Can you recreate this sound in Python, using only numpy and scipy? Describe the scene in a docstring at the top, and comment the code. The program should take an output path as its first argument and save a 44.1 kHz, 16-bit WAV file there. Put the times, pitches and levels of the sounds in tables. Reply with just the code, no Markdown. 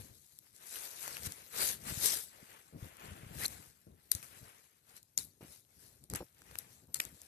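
"""Twig fire in the snow

A small fire close to two microphones: twigs pop as short cracks of noise with a ring, vent jets of hiss,
and once whistle as a rising sine. On the left a stiff winter jacket swishes as noise; packed snow
gives way under a shifting weight in soft low thuds, creaking noise and runs of small crunches.
Sounds from the left reach the right microphone later, duller and weaker."""
import sys
import numpy as np
from scipy import signal
from scipy.fft import rfft, irfft, next_fast_len
from scipy.io import wavfile
from scipy.ndimage import uniform_filter1d, map_coordinates

SR = 44100
rng = np.random.default_rng(int(sys.argv[2]) if len(sys.argv) > 2 else 0)


def linear_from_db(decibels):
    """Turn decibels (scalar or array-like) into linear amplitude factors; 0 gives 1."""
    return 10 ** (np.asarray(decibels, float) / 20)


def log_audio(samples):
    """Write samples as a 16-bit WAV file to the path given in sys.argv[1]."""
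    # one column per channel
    frames = np.atleast_2d(samples).T
    # limit to full scale, then quantise
    limited = np.clip(frames, -1, 1)
    pcm = np.round(limited * 32767).astype(np.int16)
    wavfile.write(sys.argv[1], SR, pcm)


N = 320607

# Twig pops: time_s (1 ms ahead of the peak), crack_db, ring_hz,
# side_tenths (10 = left, 0 = ahead, negative = right), burst_ms (fade by a factor e)
TWIG_POPS = [(0.0195, -38, 2000, 3, .5), (0.3878, -33, 11000, 3, .5), (0.563, -40, 8000, 5.5, .6),
             (0.757, -28, 2800, 7, .8), (1.0778, -24, 1500, 7, .3), (1.1681, -25, 2500, 7, .8),
             (1.2323, -27, 5000, 6.5, .3), (1.3206, -26, 8000, 4, .5), (3.4357, -23, 9000, 8, .6),
             (3.4614, -15, 10000, 8, .7), (3.4805, -27, 11000, 8, .7), (4.1162, -6, 12000, 11.5, 1.1),
             (4.15, -18, 7000, 7, .5), (4.2273, -36, 2200, 9, 1.5), (4.9661, -36, 10500, 5, .7),
             (5.0289, -39, 11500, 9, .5), (5.1765, -10.5, 6500, 8.5, 1), (6.0388, -38, 12000, 2, .6),
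             (6.0997, -29, 8000, -2, .7), (6.136, -19, 1500, 3, .3), (6.158, -19, 11000, 5.5, 1.2),
             (6.4184, -41, 1500, 3, .5), (6.5115, -37, 1200, 7, .5), (6.5545, -29, 1800, 6, .5),
             (6.5863, -21, 12000, 12, 1.3), (6.944, -16, 8000, 8, 1.4), (7.001, -12, 2400, 9, 1.5),
             (7.051, -22, 12000, 12, .4), (7.2165, -33, 7600, 3, .5)]
# Sap boiling out of a narrowing crack: time_s, pitch_hz, level_db
SAP_WHISTLE = [(3.41, 1700, -48), (3.445, 2200, -38), (3.453, 3900, -38), (3.457, 4200, -21),
               (3.459, 5000, -38), (3.4625, 7800, -28)]
# Steam venting from a burst twig: start_s, fizz_db, fade_20db_s, body_over_fizz_db
STEAM_JETS = [(4.12, -32.0, 0.05, -18), (4.151, -41.0, 0.119, -15.5), (4.228, -42.5, 0.105, -13.0),
              (5.184, -30, 0.075, -28), (6.102, -47.0, 0.148, -14.0), (6.15, -34.0, 0.065, -9),
              (6.588, -46.0, 0.123, -12.0), (6.954, -33, 0.06, -20.0), (7.011, -38, 0.1, -11.0)]
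# Strokes of cloth on cloth: peak_s, fizz_db, rise_20db_s, fade_20db_s, body_over_fizz_db
CLOTH_STROKES = [(0, -48.5, 0.1, 0.175, -14.0), (0.148, -56.5, 0.299, 1.059, -20.0),
                 (0.765, -38, 0.21, 0.5, -14.0), (1.03, -39.5, 0.1, 0.62, -10),
                 (1.269, -31.5, 0.055, 0.012, -14.0), (1.62, -24.5, 0.085, 0.12, -12),
                 (1.68, -26, 0.1, 0.085, -18), (1.898, -35.0, 0.112, 0.149, -11.5),
                 (2.067, -21.5, 0.125, 0.17, -18.5), (2.509, -53.5, 0.632, 0.4, -6.0),
                 (2.847, -48.5, 0.09, 0.103, -6.5), (3.077, -51.0, 0.236, 0.581, -2.5),
                 (3.458, -31, 0.12, 0.01, -11), (3.49, -45, 0.25, 0.3, -10),
                 (4.38, -51.5, 0.465, 0.455, -9.0), (4.893, -55.0, 0.051, 0.196, -9.5),
                 (4.975, -49.5, 0.036, 0.026, -14.5), (5.412, -58.0, 0.008, 0.167, -1.0),
                 (5.522, -48.0, 0.131, 0.125, -20.0), (5.835, -52.0, 0.158, 0.225, -16.5),
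                 (6.557, -52.5, 0.299, 0.191, -8.0), (6.732, -53.5, 0.144, 0.17, -16.5),
                 (7.2, -55, 0.35, 0.5, -15.5)]
# Low pushes of snow giving way: start_s, peak_db, pitch_hz
SNOW_THUDS = [(1.269, -32.5, 109), (1.829, -41, 130), (1.865, -40, 135), (1.922, -34.5, 133),
              (1.974, -33.5, 114), (2.428, -47, 200), (2.826, -33, 106), (3.083, -41, 95),
              (3.118, -39, 150), (3.232, -39, 125), (3.265, -40, 110), (3.31, -40, 120), (3.355, -41, 120),
              (4.151, -35, 85), (4.428, -43.5, 135)]
# Snow giving way gradually: peak_s, level_db, rise_20db_s, fade_20db_s
SNOW_SETTLES = [(0, -49, 0.05, 0.184), (1.116, -56.5, 0.054, 0.197), (1.271, -46.0, 0.086, 0.114),
                (1.651, -57.5, 0.096, 0.419), (1.9, -50, 0.339, 0.4), (2.85, -50, 0.1, 0.08),
                (3.12, -52, 0.16, 0.09), (3.42, -48, 0.4, 0.3), (4.436, -56.5, 0.205, 0.105),
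                (5.87, -62.0, 0.228, 0.44), (6.14, -44.5, 0.05, 0.08), (6.52, -59.5, 0.202, 0.848),
                (7.051, -57, 0.347, 0.208)]
# Crust breaking at once: peak_s, level_db, fade_20db_s
CRUST_COLLAPSES = [(2.731, -45, 0.11), (3.034, -51, 0.2), (3.872, -51, 0.12), (4.151, -53, 0.161),
                   (5.175, -54, 0.161), (5.412, -55, 0.166), (6.101, -52, 0.1)]
# Crust crunching in quick runs of small breaks: start_s, length_s, level_db, middle_pitch_hz
CRUST_CRUNCHES = [(2.726, .045, -49, 300), (3.868, .05, -51, 300), (5.409, .045, -44, 520),
                  (6.205, .009, -35, 350), (6.22, .01, -39, 500)]
# Relative spectra of bright fizz, duller body and snow rumble: frequency_hz, gain_db
FIZZ_SPECTRUM = [(1180, -31), (2000, -22), (2940, -16), (3950, -5), (4810, -6), (7690, -3.5), (13000, 0)]
BODY_SPECTRUM = [(260, -11), (450, -5), (1810, -6), (2800, -7.5), (3640, -14), (6160, -120)]
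SNOW_SPECTRUM = [(24, -51), (45, -10), (69, -1), (129, -2.5), (495, -16), (1600, -34), (3000, -120)]
# Left over right level of a source on the left: frequency_hz, level_db
LEFT_SHADOW = [(100, 6.5), (4000, 4.5), (13000, 11.5)]
# Amplitude share common to both microphones: frequency_hz, share_0_to_1
COMMON_SHARE = [(100, 0.97), (1500, 0.64), (4000, 0.05), (9000, 0.32)]

LAG_S = 22 / SR  # left to right microphone
TOP_HZ = 13060
STROKE_ROUND, SETTLE_ROUND = 1.3, 1.05  # swell shape in dB: 1 pointed, 2 domed
REST_FIZZ_DB, REST_BODY_DB, REST_SNOW_DB = -68, -82, -74.5  # faint rustle and creak between moves
JET_RISE_20DB_S, COLLAPSE_RISE_20DB_S = .003, .007
TICKS, TICK_LEAST_DB, TICK_SPREAD_DB = 70, -56, 2.5
SNAP = .6  # single click at the rupture, relative to the crack's peak
BREAKS = 9  # per crunch


def unit(x):
    """Scale to rms 1."""
    return x / np.sqrt(np.mean(x ** 2) + 1e-20)


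def along(points, hz):
    """Interpolate (Hz, value) points on a log frequency axis."""
    f, v = np.transpose(points)
    return np.interp(np.log(hz + 1), np.log(f + 1), v)


def wobble(rate_hz):
    """Smooth random curve with rate_hz knots a second."""
    knots = rng.standard_normal(int(N * rate_hz / SR) + 4)
    return map_coordinates(knots, [np.arange(N) * rate_hz / SR])


def filtered(x, response):
    """Apply a complex response of frequency."""
    n = x.shape[-1]
    m = next_fast_len(n + 8192)
    return irfft(rfft(x, m) * response(np.fft.rfftfreq(m, 1 / SR)), m)[..., :n]


def from_left(pair, side=1):
    """Make two takes a stereo pair: partly alike, right late and shaded; side 0 = ahead."""
    near, other = pair

    def same(hz):
        return np.clip(along(COMMON_SHARE, hz), 0, 1)

    def late(hz):
        delay = np.exp(-2j * np.pi * hz * LAG_S * side)
        return delay / linear_from_db(side * along(LEFT_SHADOW, hz))

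    shared = filtered(near, lambda hz: same(hz) * late(hz))
    separate = filtered(other, lambda hz: np.sqrt(1 - same(hz) ** 2) * late(hz))
    return np.array([near, shared + separate])


def swells(peak_s, level_db, rise_s, fall_s, roundness, rest_db):
    """Power of overlapping swells over a resting level, one value per sample."""
    grid_s = np.arange(0, N / SR + .002, .001)
    u = grid_s - peak_s[:, None]
    away = np.where(u < 0, -u / rise_s[:, None], u / fall_s[:, None])
    each = linear_from_db(level_db[:, None] - 20 * away ** roundness) ** 2
    power = each.sum(axis=0) + linear_from_db(rest_db) ** 2
    return np.interp(np.arange(N) / SR, grid_s, power)


def uneven_noise(spectrum, strength_db, strength_rate_hz, uneven_db):
    """Two takes of rms 1 noise with uneven spectral patches and smooth random changes in strength."""
    z = signal.stft(rng.standard_normal((2, N)), nperseg=512)[2]
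    field = uniform_filter1d(rng.standard_normal(z.shape[1:]), size=5, axis=0)
    field = uniform_filter1d(field, size=6, axis=1)
    uneven = signal.istft(z * linear_from_db(uneven_db * unit(field)), nperseg=512)[1][:, :N]
    varied = linear_from_db(strength_db * wobble(strength_rate_hz)) * uneven
    return unit(filtered(varied, lambda hz: linear_from_db(along(spectrum, hz))))


def dull_body(power, flutter_db):
    """Duller noise under a fizz, with the given flutter and a slower one of its own."""
    flutter = linear_from_db(flutter_db + 2.02 * wobble(20))
    noise = uneven_noise(BODY_SPECTRUM, strength_db=1.5, strength_rate_hz=270, uneven_db=1.5)
    return np.sqrt(power) * flutter * noise


def bark_ticks():
    """Faint ticks of bark at random moments, as extra rows of the pop table."""
    return [(.01 + when * N / SR, TICK_LEAST_DB - TICK_SPREAD_DB * np.log(size), TOP_HZ * pitch, 10 * pan, .2)
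            for when, size, pitch, pan in rng.random((TICKS, 4))]


def pops():
    """A cell wall bursts: a jagged crack dies in a few ms and rings the twig; thin twigs crack thinner."""
    out = np.zeros((2, N + SR))
    ms = np.arange(SR // 20) / SR * 1000

    def bright(hz):  # the floor keeps some low body
        return linear_from_db(np.maximum(along(FIZZ_SPECTRUM, hz), -20)) * (hz < TOP_HZ)

    for time_s, crack_db, ring_hz, side_tenths, burst_ms in TWIG_POPS + bark_ticks():
        u = (ms - 3) / burst_ms
        burst = np.exp(np.where(u < 0, 1.4 * u, -u))
        twig = lambda hz: 1 / (1 + ((hz - ring_hz) / (600 + ring_hz / 10)) ** 2)
        thin = lambda hz: (hz + 900) / (hz + ring_hz)
        noise = rng.standard_normal((2, 2, len(ms)))
        jagged = unit(filtered(noise[0], lambda hz: bright(hz) * thin(hz)))
        ring = unit(filtered(noise[1], twig))
        crack = burst * (jagged + ring)
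        crack /= abs(crack).max(axis=1, keepdims=True)
        crack -= SNAP * filtered(burst == burst.max(), thin)
        heard = from_left(crack, side=side_tenths / 10)
        out[:, round((time_s - .002) * SR):][:, :len(ms)] += linear_from_db(crack_db) * heard
    return out[:, :N]


def whistle():
    """Tone that climbs as the crack closes, until the twig bursts; rough and breathy below 3500 Hz."""
    time_s, pitch_hz, level_db = np.transpose(SAP_WHISTLE)
    t = np.arange(N) / SR
    pitch = np.interp(t, time_s, pitch_hz)
    level = linear_from_db(np.interp(t, time_s, level_db, -120, -120))
    breath = unit(1 + 1.6 * wobble(1600)) ** (pitch < 3500)
    tone = level * breath * np.sin(2 * np.pi * np.cumsum(pitch) / SR)
    return from_left([tone, tone])


def steam():
    """Steam vents from burst twigs: bright jets of uneven noise over a fluttering duller body."""
    start_s, fizz_db, fade_s, body_db = np.transpose(STEAM_JETS)
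    rise_s = np.full_like(start_s, JET_RISE_20DB_S)
    bright = swells(start_s, fizz_db, rise_s, fade_s, 0.89, -120)
    dull = swells(start_s, fizz_db + body_db, rise_s, fade_s, 0.89, -120)
    noise = uneven_noise(FIZZ_SPECTRUM, strength_db=2.5, strength_rate_hz=450, uneven_db=4.5)
    fizz = np.sqrt(bright) * noise
    return from_left(fizz + dull_body(dull, 1.1 * wobble(40)))


def jacket():
    """Fibres slip over each other: a bright fizz and a duller body that flutter together."""
    peak_s, fizz_db, rise_s, fall_s, body_db = np.transpose(CLOTH_STROKES)
    bright = swells(peak_s, fizz_db, rise_s, fall_s, STROKE_ROUND, REST_FIZZ_DB)
    dull = swells(peak_s, fizz_db + body_db, rise_s, fall_s, STROKE_ROUND, REST_BODY_DB)
    flutter_db = 1.1 * wobble(40)
    noise = uneven_noise(FIZZ_SPECTRUM, strength_db=2.5, strength_rate_hz=900, uneven_db=2.6)
    fizz = np.sqrt(bright) * linear_from_db(flutter_db) * noise
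    return from_left(fizz + dull_body(dull, flutter_db))


def snow():
    """Snow collapses in lumps: rumble, thuds and crunches; the weight moves from the left to the front."""
    lumps = creak() + thuds() + crunch()
    ahead = np.clip((np.arange(N) / SR - 4.6) / 0.49, 0, 1)
    front = from_left(lumps, side=0.29) * linear_from_db([[0], [-2.5]])
    return (1 - ahead) * from_left(lumps) + ahead * front


def thuds():
    """Each lump gives way in one low, quickly damped push."""
    out = np.zeros(N + SR)
    t = np.arange(SR // 8) / SR
    for start_s, peak_db, pitch_hz in SNOW_THUDS:
        envelope = (1 - np.exp(-t * pitch_hz / 0.094)) * np.exp(-t * pitch_hz / 0.58)
        push = -np.sin(2 * np.pi * pitch_hz * t) * envelope
        out[round(start_s * SR):][:len(t)] += linear_from_db(peak_db) * push / abs(push).max()
    return out[:N]


def creak():
    """Creaking rumble: low noise swells slowly as snow settles and quickly as crust collapses."""
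    peak_s, level_db, fade_s = np.transpose(CRUST_COLLAPSES)
    rise_s = np.full_like(peak_s, COLLAPSE_RISE_20DB_S)
    sudden = swells(peak_s, level_db, rise_s, fade_s, SETTLE_ROUND, REST_SNOW_DB)
    gradual = swells(*np.transpose(SNOW_SETTLES), SETTLE_ROUND, -120)
    noise = uneven_noise(SNOW_SPECTRUM, strength_db=3, strength_rate_hz=45, uneven_db=2.0)
    return np.sqrt(sudden + gradual) * noise


def crunch():
    """Each break is a short push of its own pitch and size, unevenly spaced; the first is on time."""
    out = np.zeros(N + SR)
    t = np.arange(SR // 40) / SR
    for start_s, length_s, level_db, pitch_hz in CRUST_CRUNCHES:
        for k, (late, pitch, size) in enumerate(rng.standard_normal((BREAKS, 3))):
            cycles = t * pitch_hz * np.exp(.4 * pitch)
            break_s = start_s + length_s * (k + min(k, 1) * 0.29 * late) / BREAKS
            push = np.sin(2 * np.pi * cycles) * np.exp(-cycles / 0.64)
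            out[round(break_s * SR):][:len(t)] -= linear_from_db(level_db + 2.8 * size - .6 * k) * push
    return out[:N]


def scene():
    """Sum fire, jacket and snow."""
    return pops() + whistle() + steam() + jacket() + snow()


def band_limit(x):
    """A steep low-pass at the top of the band."""
    return signal.sosfilt(signal.butter(12, 14360, fs=SR, output="sos"), x)


def record(dry):
    """The recorder cuts the deepest bass and drops 43 dB above its band limit."""
    def band(hz):
        return np.where(hz < TOP_HZ, 1, linear_from_db(-43)) / (1 + (40 / (hz + 1)) ** 4)

    mix = filtered(dry, band)
    return band_limit(mix)


dry = scene()
out = record(dry)
log_audio(out)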